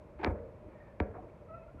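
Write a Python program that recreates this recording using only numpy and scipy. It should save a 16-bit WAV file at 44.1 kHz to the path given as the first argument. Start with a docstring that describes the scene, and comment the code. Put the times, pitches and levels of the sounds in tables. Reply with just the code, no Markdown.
"""A finch hops round on a close perch: claws scuff, toes creak, the feet land, later a foot taps again.
Each tap runs through the perch as a bending wave, treble first and bass last, and sets it ringing
in a small room. Other birds call faintly and low-pitched in the distance, over a quiet rumble."""
import sys
import numpy as np
from scipy import signal
from scipy.fft import rfft, irfft
from scipy.io import wavfile
from scipy.ndimage import uniform_filter1d

SR = 44100
rng = np.random.default_rng(int(sys.argv[2]) if len(sys.argv) > 2 else 0)


def persist_wave(psi):
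    """Save psi, clipped to +-1, as 16-bit WAV."""
    counts = np.round(np.clip(psi, -1, 1) * 32767).astype(np.int16)
    wavfile.write(sys.argv[1], SR, np.atleast_2d(counts).T)


N = 79380


def undb(db):
    """Decibels to gain."""
    return 10 ** (np.asarray(db) / 20)


def unit(x):
    """Scale to rms 1."""
    return x / np.sqrt(np.mean(x ** 2) + 1e-30)


def freqs():
    """Frequency axis of all filters, Hz."""
    return np.maximum(np.fft.rfftfreq(2 * N, 1 / SR), 1)


def colour(points):
    """Gain interpolated through (freq_hz, gain_db) points."""
    hz, db = np.array(points).T
    return undb(np.interp(np.log(freqs()), np.log(hz), db))


def shape(x, gain):
    """Filter by a gain per frequency."""
    return irfft(rfft(x, 2 * N) * gain)[:N]


def noise(gain):
    """Filtered noise, rms 1."""
    return unit(shape(rng.standard_normal(N), gain))


def wander(rate_hz):
    """Smooth random drift, rms 1."""
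    hold = int(SR / rate_hz)
    steps = np.repeat(rng.standard_normal(N // hold + 1), hold)
    return unit(uniform_filter1d(uniform_filter1d(steps, hold), hold)[:N])


def swell(start_s, length_s, edge):
    """Rise, hold, fall; edge is each slope's share of the length."""
    progress = (np.arange(N) / SR - start_s) / length_s
    return np.sin(np.pi / 2 * np.clip(np.minimum(progress, 1 - progress) / edge, 0, 1))


def background():
    """Quiet, near-steady rumble with one narrow drone."""
    # rumble spectrum: freq_hz, relative_db
    spectrum = [(20, -24.5), (40, -1.5), (65, 1.5), (100, 0), (150, -3.5), (250, -9.5), (420, -10.5),
                (590, -5.5), (720, -17), (980, -16), (1200, -22.5), (1700, -28.5), (2500, -30.5),
                (2900, -40), (3800, -44), (5000, -48), (9000, -52.5), (13000, -56.5)]
    drone_hz, half_width_hz = 608.2, 22
    rumble = noise(colour(spectrum)) * undb(-0.05 * wander(rate_hz=7.74))
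    drone = noise(1 / (1 + ((freqs() - drone_hz) / half_width_hz) ** 2))
    return undb(-53.5) * rumble + undb(-63) * drone


def room():
    """Frequency response of a diffuse tail; the lows last longest."""
    # reverberation bands: freq_hz, level_db, t60_s
    bands = [(62.4, -8.5, .7), (146, -9, 0.76), (374, -9, 0.58), (597, 0, 0.54), (745, -20.5, 0.31),
             (1260, -9.5, 0.47), (2180, -16.5, .29), (3670, -29.5, 0.26), (7000, -32.5, 0.099)]
    build_s = 0.0047
    t, tail = np.arange(N) / SR, 0
    hz, db, t60_s = np.array(bands).T
    for k in range(len(hz)):
        band = np.sqrt(np.interp(np.log(freqs()), np.log(hz), np.eye(len(hz))[k]))
        fade = np.exp(-np.log(1000) * t / t60_s[k]) * (1 - np.exp(-t / build_s))
        tail += undb(db[k]) * shape(rng.standard_normal(N), band) * fade / np.linalg.norm(fade)
    return rfft(tail, 2 * N)


def distant_calls():
    """Short bird notes, nasal or thin, each sliding from one pitch to the next."""
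    # calls: start_s, length_s, pitch_hz, rise_ratio, level_db, overtones_db, wobble_ratio
    notes = [(0.74, 0.056, 1827, 0.011, -70, -30, .012), (0.8, 0.023, 1840, 0.011, -62, -26, .01),
             (0.825, 0.11, 1820, -0.03, -70.5, -30, .018), (1.287, 0.024, 2500, 0.027, -72, -30, .05),
             (1.481, 0.108, 642.4, 0.067, -49.5, -2, 0.00877),
             (1.501, .18, 2557, -0.0016, -74, -33, 0.0174), (1.556, 0.062, 1884, -0.077, -74, -30, 0.023),
             (1.631, 0.016, 2100, 0.01, -70, -30, .02), (1.669, 0.042, 692, 0.015, -64.5, 7, 0.0067),
             (1.777, 0.057, 688, -0.07, -56.5, 13, .02)]
    # overtones: harmonic_number, offset_db
    overtones = [(2, 1), (3, -20.5), (4, -24.5)]
    turn_at, turn_width = 0.57, 0.12  # shares of the length
    cutoff_hz, flutter_db = 2820, 1.68
    t, out = np.arange(N) / SR, 0
    for start_s, length_s, hz, rise, db, overtones_db, wobble in notes:
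        slide = (1 + np.tanh(((t - start_s) / length_s - turn_at) / turn_width)) / 2
        pitch_hz = hz * (1 + rise * slide + wobble * wander(rate_hz=150))
        phase = 2 * np.pi * np.cumsum(pitch_hz) / SR
        note = np.sin(phase)
        for k, offset_db in overtones:
            gain = undb(overtones_db + offset_db) / np.hypot(1, (k * hz / cutoff_hz) ** 6)
            note += gain * np.sin(k * phase)
        flutter = undb(flutter_db * wander(rate_hz=90))
        out += undb(db) * unit(note * flutter) * swell(start_s, length_s, edge=0.35)
    return out


def feather_rustle():
    """Faint hiss of feathers during the hop."""
    # feather spectrum: freq_hz, relative_db
    spectrum = [(1000, -19), (4000, -5), (8000, -5), (12000, -8.5), (15000, -13)]
    return undb(-80.5) * noise(colour(spectrum)) * swell(start_s=0.226, length_s=0.1, edge=0.12)


def contact(cutoff_hz, order=3.24):
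    """Low-pass: a softer contact passes less treble."""
    return 1 / np.sqrt(1 + (freqs() / cutoff_hz) ** (2 * order))


def bending(path_ratio):
    """Dispersion in the perch: bass lags treble, more so on a longer path."""
    lag_1khz_s, knee_hz, slope = 0.002095, 46.2, 0.94
    lag_s = path_ratio * lag_1khz_s * (1000 / np.hypot(freqs(), knee_hz)) ** slope
    return np.exp(-2j * np.pi * np.cumsum(lag_s) * SR / (2 * N))


def hollow_wood():
    """Response of the wood: brief ringing at a few pitches when touched."""
    # wood resonances: centre_hz, width_hz, gain_db
    peaks = [(211, 40, -1), (307.3, 38, -1.5), (436.6, 63, 0.5), (730, 61, -4.5), (928, 110, 1),
             (1660, 160, -6.5), (2300, 330, -9.5)]
    return 1 + sum(undb(db) / (1 + 2j * (freqs() - hz) / width_hz) for hz, width_hz, db in peaks)


def toe_creaks():
    """Toes stick and slip on the perch in short unsteady tones."""
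    # creaks: start_s, length_s, pitch_hz, level_db
    slips = [(0.193, 0.021, 345, -43), (0.193, 0.014, 860, -48), (0.214, 0.01, 900, -49),
             (0.227, 0.015, 780, -39), (0.307, 0.018, 469.5, -37), (0.349, 0.013, 569, -40.5),
             (0.399, 0.024, 480, -45.5), (0.432, 0.014, 489, -46), (1.152, 0.027, 705, -50),
             (1.174, 0.033, 742, -47.5)]
    jitter_ratio = 0.021
    out = 0
    for start_s, length_s, hz, db in slips:
        phase = 2 * np.pi * np.cumsum(hz * (1 + jitter_ratio * wander(rate_hz=200))) / SR
        out += undb(db) * unit(np.sin(phase)) * swell(start_s, length_s, edge=0.5)
    return out


def claw_scuffs():
    """Claws and feathers drag over the perch in dense tiny catches."""
    # scuffs: start_s, length_s, level_db, cutoff_hz
    drags = [(0.187, 0.039, -52, 3000), (0.209, 0.022, -48.5, 2990), (0.2315, 0.014, -36, 3210),
             (0.258, 0.02, -33, 1900), (0.268, .05, -43, 1260), (0.384, 0.016, -59, 2020),
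             (0.634, .06, -55, 460), (0.68, 0.24, -64, 2570), (1.138, 0.04, -50, 1430),
             (1.174, 0.092, -55, 990), (1.281, 0.021, -68, 3200)]
    # scuff spectrum: freq_hz, relative_db
    spectrum = [(60, -11.5), (200, -3.5), (350, 8), (470, -2.5), (600, 0), (850, -2.5), (1200, -1),
                (1700, -6.5), (2300, -4), (2900, -16), (5000, -20.5), (6500, -21), (15000, -23)]
    catches_per_s, spread_db = 5000, 2.5
    perch = colour(spectrum) * hollow_wood() * bending(path_ratio=0.4077)
    out = 0
    for start_s, length_s, db, cutoff_hz in drags:
        catches = (rng.random(N) < catches_per_s / SR) * rng.choice([-1, 1], N)
        strength = undb(spread_db * rng.exponential(size=N))
        scuff = shape(catches * strength * swell(start_s, length_s, edge=0.13), perch * contact(cutoff_hz))
        out += undb(db) * unit(scuff) * np.sqrt(length_s * SR / N)  # rms over the scuff's length
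    return out


def foot_taps():
    """Each footfall arrives as a fast falling sweep; the perch rings on."""
    # footfalls: start_s, level_db, cutoff_hz, bass_db, path_ratio
    footfalls = [(0.2327, -16, 3000, -22, 0.78), (0.246, 3, 5340, -26.5, .9),
                 (0.2616, -14.5, 2430, -33, 0.825), (0.2691, -1.5, 500, 0.5, 1.0),
                 (.303, -12.5, 185, 8.5, 1.0), (1.0011, -0.06, 2630, -1, 1.004),
                 (1.742, -20.5, 455, -0.5, .9)]
    # transmission through the perch: freq_hz, gain_db
    transmission = [(25, -2), (45, 17.5), (75, 27), (105, 19), (140, 3), (215, 14.5), (290, 13),
                    (440, 10.5), (620, 6), (900, 4.5), (1200, -3), (1600, 1.5), (1950, -1), (2350, 2),
                    (2750, -9.5), (4200, -8.5), (5300, -14), (6300, -26.5), (15000, -36.5)]
    # perch modes: freq_hz, relative_db, t60_s
    modes = [(75.6, -47.5, 0.32), (202.3, -46.5, 0.62), (310.5, -44.5, 0.55), (462.3, -43.5, 0.68),
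             (537, -54, 1), (594, -48.5, .55), (738, -44, .22), (966, -54.5, 0.24), (1162, -52, 0.23),
             (1368, -53, 0.25), (1616, -63, 0.14), (1960, -61, 0.18), (3510, -68, 0.14)]
    ring_db, shelf_hz = -1, 228
    f, t = freqs(), np.arange(N) / SR
    ring = sum(undb(db) * np.sin(2 * np.pi * hz * t) * np.exp(-np.log(1000) * t / t60_s)
               for hz, db, t60_s in modes)
    perch = colour(transmission) * hollow_wood() + undb(ring_db) * rfft(ring, 2 * N)
    blows = 0
    for start_s, db, cutoff_hz, bass_db, path_ratio in footfalls:
        shelf_db = bass_db / (1 + (f / shelf_hz) ** 2)
        delay = np.exp(-2j * np.pi * f * start_s)
        blows += undb(db + shelf_db) * contact(cutoff_hz) * bending(path_ratio) * delay
    return irfft(blows * perch)[:N]


def scene():
    """Near feet and far birds share one room; mono."""
    reverb = room()
    feet = shape(foot_taps() + claw_scuffs() + toe_creaks(), 1 + reverb)
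    birds = shape(distant_calls(), 1 + undb(1.5) * reverb)
    return (feet + birds + feather_rustle() + background())[None]


def record(dry):
    """Steep low-pass."""
    cutoff_hz = 13500
    return signal.sosfilt(signal.ellip(8, 0.2, 70, cutoff_hz, fs=SR, output="sos"), dry)


dry = scene()
out = record(dry)
persist_wave(out)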